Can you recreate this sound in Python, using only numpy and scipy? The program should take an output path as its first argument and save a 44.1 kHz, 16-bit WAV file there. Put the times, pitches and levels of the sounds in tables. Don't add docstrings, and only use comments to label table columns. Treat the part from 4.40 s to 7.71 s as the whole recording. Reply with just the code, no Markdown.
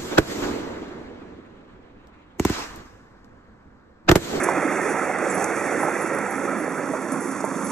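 import sys
import numpy as np
from scipy import signal
from scipy.fft import rfft, irfft, next_fast_len
from scipy.io import wavfile
from scipy.ndimage import uniform_filter1d, map_coordinates

SR = 44100
rng = np.random.default_rng(int(sys.argv[2]) if len(sys.argv) > 2 else 0)


def decibels_to_gain(level_db):
    exponent = np.asarray(level_db, float) / 20
    return 10 ** exponent


def wav_record(signal):
    frames = np.transpose(np.atleast_2d(signal))
    bounded = np.clip(frames, -1, 1)
    quanta = np.round(bounded * 32767).astype(np.int16)
    wavfile.write(sys.argv[1], SR, quanta)


N = 145971


def unit(x):
    return x / np.sqrt(np.mean(x ** 2) + 1e-20)


def along(points, hz):
    f, v = np.transpose(points)
    return np.interp(np.log(hz + 1), np.log(f + 1), v)


def curves(rows):
    s, *cols = np.transpose(rows)
    return [np.interp(np.arange(N) / SR, s, c) for c in cols]


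def wobble(rate):
    knots = rng.standard_normal(int(N * rate / SR) + 4)
    return map_coordinates(knots, [np.arange(N) * rate / SR])


def filtered(x, response):
    m = next_fast_len(N + SR // 2)
    return irfft(rfft(x, m) * response(np.fft.rfftfreq(m, 1 / SR)), m)[..., :N]


def bell(centre_hz, spread):
    return lambda f: np.exp(-(np.log((f + 1) / centre_hz) / spread) ** 2)


def resonances(table):
    def response(f):
        total = 0
        for k, (c, w, db) in enumerate(table):
            total = total + (-1) ** k * decibels_to_gain(db) * 1j * f * w / (c * c - f * f + 1j * f * w)
        return total * 1j * f / (120 + 1j * f)
    return response


def rush(patchy_db, narrow=False):
    size = 1024 if narrow else 512
    z = signal.stft(rng.standard_normal((2, N)), nperseg=size)[2]
    field = uniform_filter1d(rng.standard_normal(z.shape[1:]), size=2 if narrow else 5, axis=0)
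    field = uniform_filter1d(field, size=5, axis=1)
    return unit(signal.istft(z * decibels_to_gain(patchy_db * unit(field)), nperseg=size)[1][:, :N])


def grit(rate, spread_db):
    size = decibels_to_gain(spread_db * np.minimum(rng.exponential(size=(2, N)), 3))
    size = size * rng.choice([-1, 1], size=(2, N))
    return unit(size * (rng.random((2, N)) < rate / SR))


def bursts(rows, rise_s, hold_s, t60, tone_db, noise_db, spread):
    out = np.zeros(N + SR)
    t = np.arange(SR // 8) / SR
    f = np.fft.rfftfreq(len(t), 1 / SR)
    for s, db, hz in rows:
        white = rng.standard_normal(len(t))
        noise = unit(irfft(rfft(white) * bell(hz, spread)(f), len(t)))
        decay_db = 60 * np.maximum(t - hold_s, 0) / t60
        shape = decibels_to_gain(db - decay_db) * (1 - np.exp(-t / rise_s))
        tone = np.sin(2 * np.pi * hz * t)
        out[round(s * SR):][:len(t)] += shape * (decibels_to_gain(tone_db) * tone + decibels_to_gain(noise_db) * noise)
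    return out[:N] * np.ones((2, 1))


def microphone_rumble():
    floor_db, floor_hz = -78, 90
    noise = rng.standard_normal(N) + 0.46 * rng.standard_normal((2, N))
    rumble = unit(filtered(noise, lambda f: np.sqrt(f) * np.exp(-f / floor_hz)))
    return decibels_to_gain(floor_db + np.array([[-3], [3]])) * rumble


def chains():
    # (time [s], level [dB])
    rattle = [(0, -40.5), (.12, -45.5), (.3, -45.5), (.5, -42), (.78, -47), (.87, -43.5), (1.0, -39),
              (1.15, -43), (1.45, -43), (1.55, -45), (2.0, -46.5), (2.2, -49), (2.65, -47), (2.75, -47),
              (2.92, -45), (3.03, -47), (3.15, -46), (3.31, -43)]
    # (frequency [Hz], density [dB per Hz])
    hiss_spectrum = [(2000, -42), (3500, -12.5), (6000, 10), (8000, 8), (9800, 5), (10900, -2),
                     (11450, -0.5)]
    # (time [s], level [dB])
    ringing = [(0, -10), (.08, -5), (.82, -6.5), (.9, -3), (2.1, -1), (2.5, -2), (3.31, -1)]
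    # (time [s], peak level [dB], pitch [Hz])
    clinks = [(0.0314, -18, 10700), (0.4894, -28, 9530), (0.902, -24, 9720), (0.942, -23, 10840),
              (0.9644, -28, 10600), (1.0194, -35, 11100), (1.26, -32, 10600), (1.4037, -29, 9700),
              (1.4282, -29, 10800), (1.6072, -25.5, 10700), (1.736, -30, 10680), (1.9001, -29, 10920),
              (2.0787, -37, 10700), (2.2, -37, 10600), (2.29, -38, 10800), (2.37, -33, 10800),
              (2.5117, -36, 10800), (2.6658, -43, 10700), (2.8469, -34, 10600), (2.9033, -37, 10600),
              (3.044, -34, 10500), (1.97, -34, 10500), (1.44, -29, 10750), (2.7197, -26, 10200),
              (2.7994, -32, 10580), (3.243, -20.5, 10570)]
    # (time [s], peak level [dB], pitch [Hz])
    clanks = [
        (.033, -25, 7680),
        (.033, -39, 8700),
        (.897, -16.5, 7700),
        (.905, -20, 7310),
        (1.036, -23, 6250),
        (1.396, -40, 7800),
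        (1.863, -31, 7760),
    ]
    # (time [s], peak level [dB])
    snap_times = [
        (.741, -41),
        (0.786, -31),
        (.838, -39),
        (1.0425, -20),
        (1.786, -27.5),
        (2.7194, -27.5),
        (3.05, -29),
    ]
    # (time [s], peak level [dB], centre [Hz])
    spray = [
        (.03, -24, 8400),
        (.085, -33, 7000),
        (3.0, -35.5, 6960),
        (3.26, -37, 6500),
    ]
    ring_hz, ring_width_hz, ring_db = 10700, 530, -7

    rattle_db, = curves(rattle)
    pulse = decibels_to_gain(0.89 * wobble(15) + 1.4 * wobble(40.7))
    friction = pulse * rush(patchy_db=0.5) + 0.59 * grit(400, spread_db=3)
    hiss = unit(filtered(friction, lambda f: decibels_to_gain(along(hiss_spectrum, f))))
    struck = pulse * decibels_to_gain(2.0 * wobble(35.22)) * rush(patchy_db=3)
    jingle = unit(filtered(struck, lambda f: np.exp(-((f - ring_hz) / ring_width_hz) ** 2)))
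    jingle = decibels_to_gain(ring_db + curves(ringing)[0]) * jingle

    snaps = bursts([(s, db, 8000) for s, db in snap_times], .0001, 0.0005, 0.0082, -40, -1.2, 0.54)
    splashes = bursts(spray, 0.0069, 0.013, 0.029, -40, -1.7, 0.53)
    rings = bursts(clinks, 0.0029, 0.0057, 0.066, -14.5, -9.5, 0.028)
    rings = rings + bursts(clanks, 0.0067, 0.0071, 0.02, -3.7, -14, 0.022)
    return decibels_to_gain(rattle_db + 3.0) * (hiss + jingle) + snaps + splashes + rings


def tyres(near_db):
    # (frequency [Hz], density [dB per Hz])
    snow = [(30, -60), (90, -11.5), (180, -0.5), (400, 3.5), (900, -5.5), (2000, 2.5), (3500, -19.5),
            (6000, -29)]
    # (time [s], peak level [dB], centre [Hz])
    thuds = [(.066, -16, 470), (.087, -9.5, 950), (.088, -13, 697), (.089, -17.5, 520), (.128, -15, 700),
             (.168, -15, 560), (.375, -16, 466), (.455, -16, 443), (.51, -20, 734), (.59, -24, 750),
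             (.63, -21, 654), (.696, -14.5, 700), (.745, -21, 770), (.823, -15, 528), (.862, -13.5, 558),
             (.975, -20, 780), (1.014, -23, 800), (1.431, -13.5, 797), (1.449, -16, 600), (1.482, -16, 800),
             (1.553, -29, 545), (1.783, -24, 554), (2.132, -20.5, 550), (2.2, -22.5, 628),
             (2.277, -20, 510), (2.535, -18, 616), (3.039, -15, 395), (3.04, -16.5, 624), (3.041, -14, 923),
             (3.113, -21.5, 1280)]
    level_db, fade = -5, 0.95
    dulls, dull_hz = 0.59, 1510

    off_db = near_db - near_db.mean()
    grains = decibels_to_gain(0.18 * wobble(8.4)) * rush(patchy_db=2.0, narrow=True) + 0.42 * grit(900, spread_db=2)
    crush = unit(filtered(grains, lambda f: decibels_to_gain(along(snow, f))))
    bright = filtered(crush, lambda f: 1 / (1 + (dull_hz / (f + 1)) ** 4))
    crush = crush + (decibels_to_gain(dulls * off_db) - 1) * bright
    ruts = bursts(thuds, 0.0004, 0.005, 0.03, -7.5, -10.5, 0.36)
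    return decibels_to_gain(near_db.mean() + level_db + fade * off_db) * crush + ruts


def engine(near_db):
    # (time [s], firing rate [Hz], level [dB])
    shaft = [(0.0, 50.4, -61), (0.1, 50.09, -54), (2.22, 53.85, -57.5), (2.33, 50.4, -64),
             (3.16, 55.26, -68), (3.31, 50.7, -91)]
    # (frequency [Hz], width [Hz], level [dB])
    body = [(293, 61, -1), (348.5, 38.3, 4), (402, 46, 0), (464.5, 38, 2), (549, 76, 0.5), (631, 75, -1),
            (773, 136, -3.5), (1333, 128, -2.5), (1700, 300, -15.5)]
    # (time [s], level [dB])
    side_on = [(0, 3), (.25, 2), (.7, 3), (1.0, 3), (1.3, 0), (1.6, -1), (2.4, -1), (2.7, -0.5), (3.31, -4)]
    # (frequency [Hz], width [Hz], level [dB])
    pipe_modes = [(80, 16, -20), (161.6, 43, -7.5), (197, 26.3, -2), (270.4, 32, -2.5), (516, 24, -10.5),
                  (1012, 194, -12)]
    # (time [s], level [dB])
    facing = [(0, 0.5), (.6, -4.5), (1.0, -2), (1.7, -4.5), (2.15, 0), (2.6, 0), (2.9, 1.5), (3.31, 2.5)]
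    # (frequency [Hz], level [dB])
    pipe_tones = [(200, -10.5), (272, -5.5)]
    # (time [s], peak level [dB], pitch [Hz])
    puffs = [(.052, -31, 328), (.09, -25.5, 189), (.15, -25, 179), (.53, -26, 198), (.88, -27.5, 200),
             (.97, -23, 172), (.164, -14, 305), (.244, -13, 305), (.28, -24, 342), (.5, -23, 336),
             (1.376, -20, 327), (1.43, -18, 350), (1.53, -22, 352), (1.819, -24.5, 220),
             (1.989, -24.5, 268), (2.045, -20, 309), (2.143, -23, 222), (2.199, -17, 290), (2.23, -23, 268),
             (2.274, -17, 259), (2.43, -22, 252), (2.495, -18.5, 279), (2.542, -26, 186), (2.715, -21, 269),
             (2.792, -25, 203), (2.85, -26, 285), (2.883, -27, 275), (3.014, -24, 246), (3.11, -25, 270),
             (3.159, -20, 232), (3.25, -29, 275), (3.295, -27, 265)]
    # (multiple, level over the hum [dB])
    orders = [(1, -1), (2, -2), (3, 6), (4, 6)]
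    level_db, fade = -2, 0.77
    side_hz, pipe_db = 700, -34.5

    hz, hum_db = curves(shaft)
    off_db = near_db - near_db.mean()
    turn = np.cumsum(hz * (1 + 0.0083 * wobble(5.82))) / SR
    gate_db = 1.4 * np.cos(2 * np.pi * turn) + 1.3 * np.cos(np.pi * turn + 1.3)
    gate_db = gate_db + 0.67 * np.cos(np.pi / 2 * turn) + 0.87 * wobble(13)
    gate = decibels_to_gain(gate_db)

    throb = unit(filtered(gate * rush(patchy_db=2.0, narrow=True), resonances(body)))
    throb = throb + (decibels_to_gain(curves(side_on)[0]) - 1) * filtered(throb, bell(side_hz, 0.26))
    throb = decibels_to_gain(near_db.mean() + level_db + fade * off_db) * throb

    blast = gate * decibels_to_gain(0.89 * wobble(11.16)) * rush(patchy_db=0.5)
    exhaust = unit(filtered(blast, resonances(pipe_modes)))
    notes = np.zeros(N)
    for note_hz, db in pipe_tones:
        phase = 2 * np.pi * np.cumsum(note_hz * (1 + 0.0181 * wobble(9))) / SR
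        notes += decibels_to_gain(db + 0.88 * wobble(18)) * np.sin(phase)
    pipe = decibels_to_gain(pipe_db + curves(facing)[0]) * (exhaust + [gate * notes, 0 * notes])
    pipe = pipe + bursts(puffs, 0.0037, .012, .06, -6, -12, .2)

    hum = np.zeros(N)
    for k, db in orders:
        hum += decibels_to_gain(db + 1.84 * k * wobble(6.54)) * np.sin(2 * np.pi * k * turn)
    hum = decibels_to_gain(hum_db) * hum
    return throb + pipe + [hum, 0 * hum]


def scene():
    # (time [s], nearness [dB])
    nearness = [(0, -23), (.12, -23.5), (.3, -24), (.7, -25), (1.0, -24.5), (1.45, -24.5), (1.8, -26.5),
                (2.1, -28), (2.6, -30.5), (2.9, -31), (3.31, -33)]
    # (frequency [Hz], coherence [0 to 1])
    alike = [(60, 0.91), (170, 1), (490, 0.96), (1380, 1), (3930, 0.87), (8000, 0.75), (11000, 0.54),
             (11500, 0.97)]
    # (frequency [Hz], level [dB])
    lean = [(60, -7.5), (170, -7.5), (490, -6), (1380, -6), (3930, -2), (11200, -7)]
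    lead_s = 2.6e-5

    near_db, = curves(nearness)
    direct, scattered = chains() + tyres(near_db) + engine(near_db)
    sign = np.array([[1], [-1]])

    def angle(f):
        return np.arccos(np.clip(along(alike, f), -1, 1)) / 2

    def ports(f):
        return decibels_to_gain(along(lean, f) / 2 * sign) * np.exp(1j * np.pi * f * lead_s * sign)

    mid = filtered(direct, lambda f: np.cos(angle(f)))
    side = filtered(np.roll(scattered, shift=160, axis=0), lambda f: np.sin(angle(f)))
    return filtered(np.array([mid + side, mid - side]), ports)


def camera_response(f):
    notch_hz = [2975, 3040, 4000, 4015, 5010, 5030]
    notch_width_hz = [470, 520, 600, 517, 487, 383]
    notch_db = [-16, -15, -22, -16, -16, -11]
    bass_hz, top_hz, edge_hz, edge_db_per_hz = 57.3, 11750, 11450, .055

    response = decibels_to_gain(-edge_db_per_hz * np.maximum(f - edge_hz, 0)) * (f < top_hz)
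    response = response * (1j * f / (bass_hz + 1j * f)) ** 2
    for c, w, db in zip(notch_hz, notch_width_hz, notch_db):
        response = response * (c * c - f * f + 1j * f * w * decibels_to_gain(db)) / (c * c - f * f + 1j * f * w)
    return response


def weak_treble_gate(x):
    weak_db, waver_db, follows = -84, 4, .6
    hz, _, z = signal.stft(x, SR, nperseg=2048)
    power = uniform_filter1d(np.mean(abs(z) ** 2, axis=0), size=4, axis=0)
    waver = rng.standard_normal((len(hz) // 8 + 1, z.shape[2]))
    limit_db = weak_db + waver_db * np.repeat(waver, 8, axis=0)[:len(hz)]
    loud_db = 10 * np.log10(uniform_filter1d(power.mean(axis=0), size=9))
    limit_db = limit_db + follows * (loud_db - loud_db.mean())
    kept = (power > decibels_to_gain(2 * limit_db)) | (hz[:, None] < 2000)
    return signal.istft(z * kept, SR, nperseg=2048)[1][:, :N]


def roll_off(x):
    return signal.sosfilt(signal.butter(12, 11780, fs=SR, output="sos"), x)


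def record(dry):
    heard = filtered(dry, camera_response) + microphone_rumble()
    mix = weak_treble_gate(heard)
    return roll_off(mix)


dry = scene()
out = record(dry)
wav_record(out)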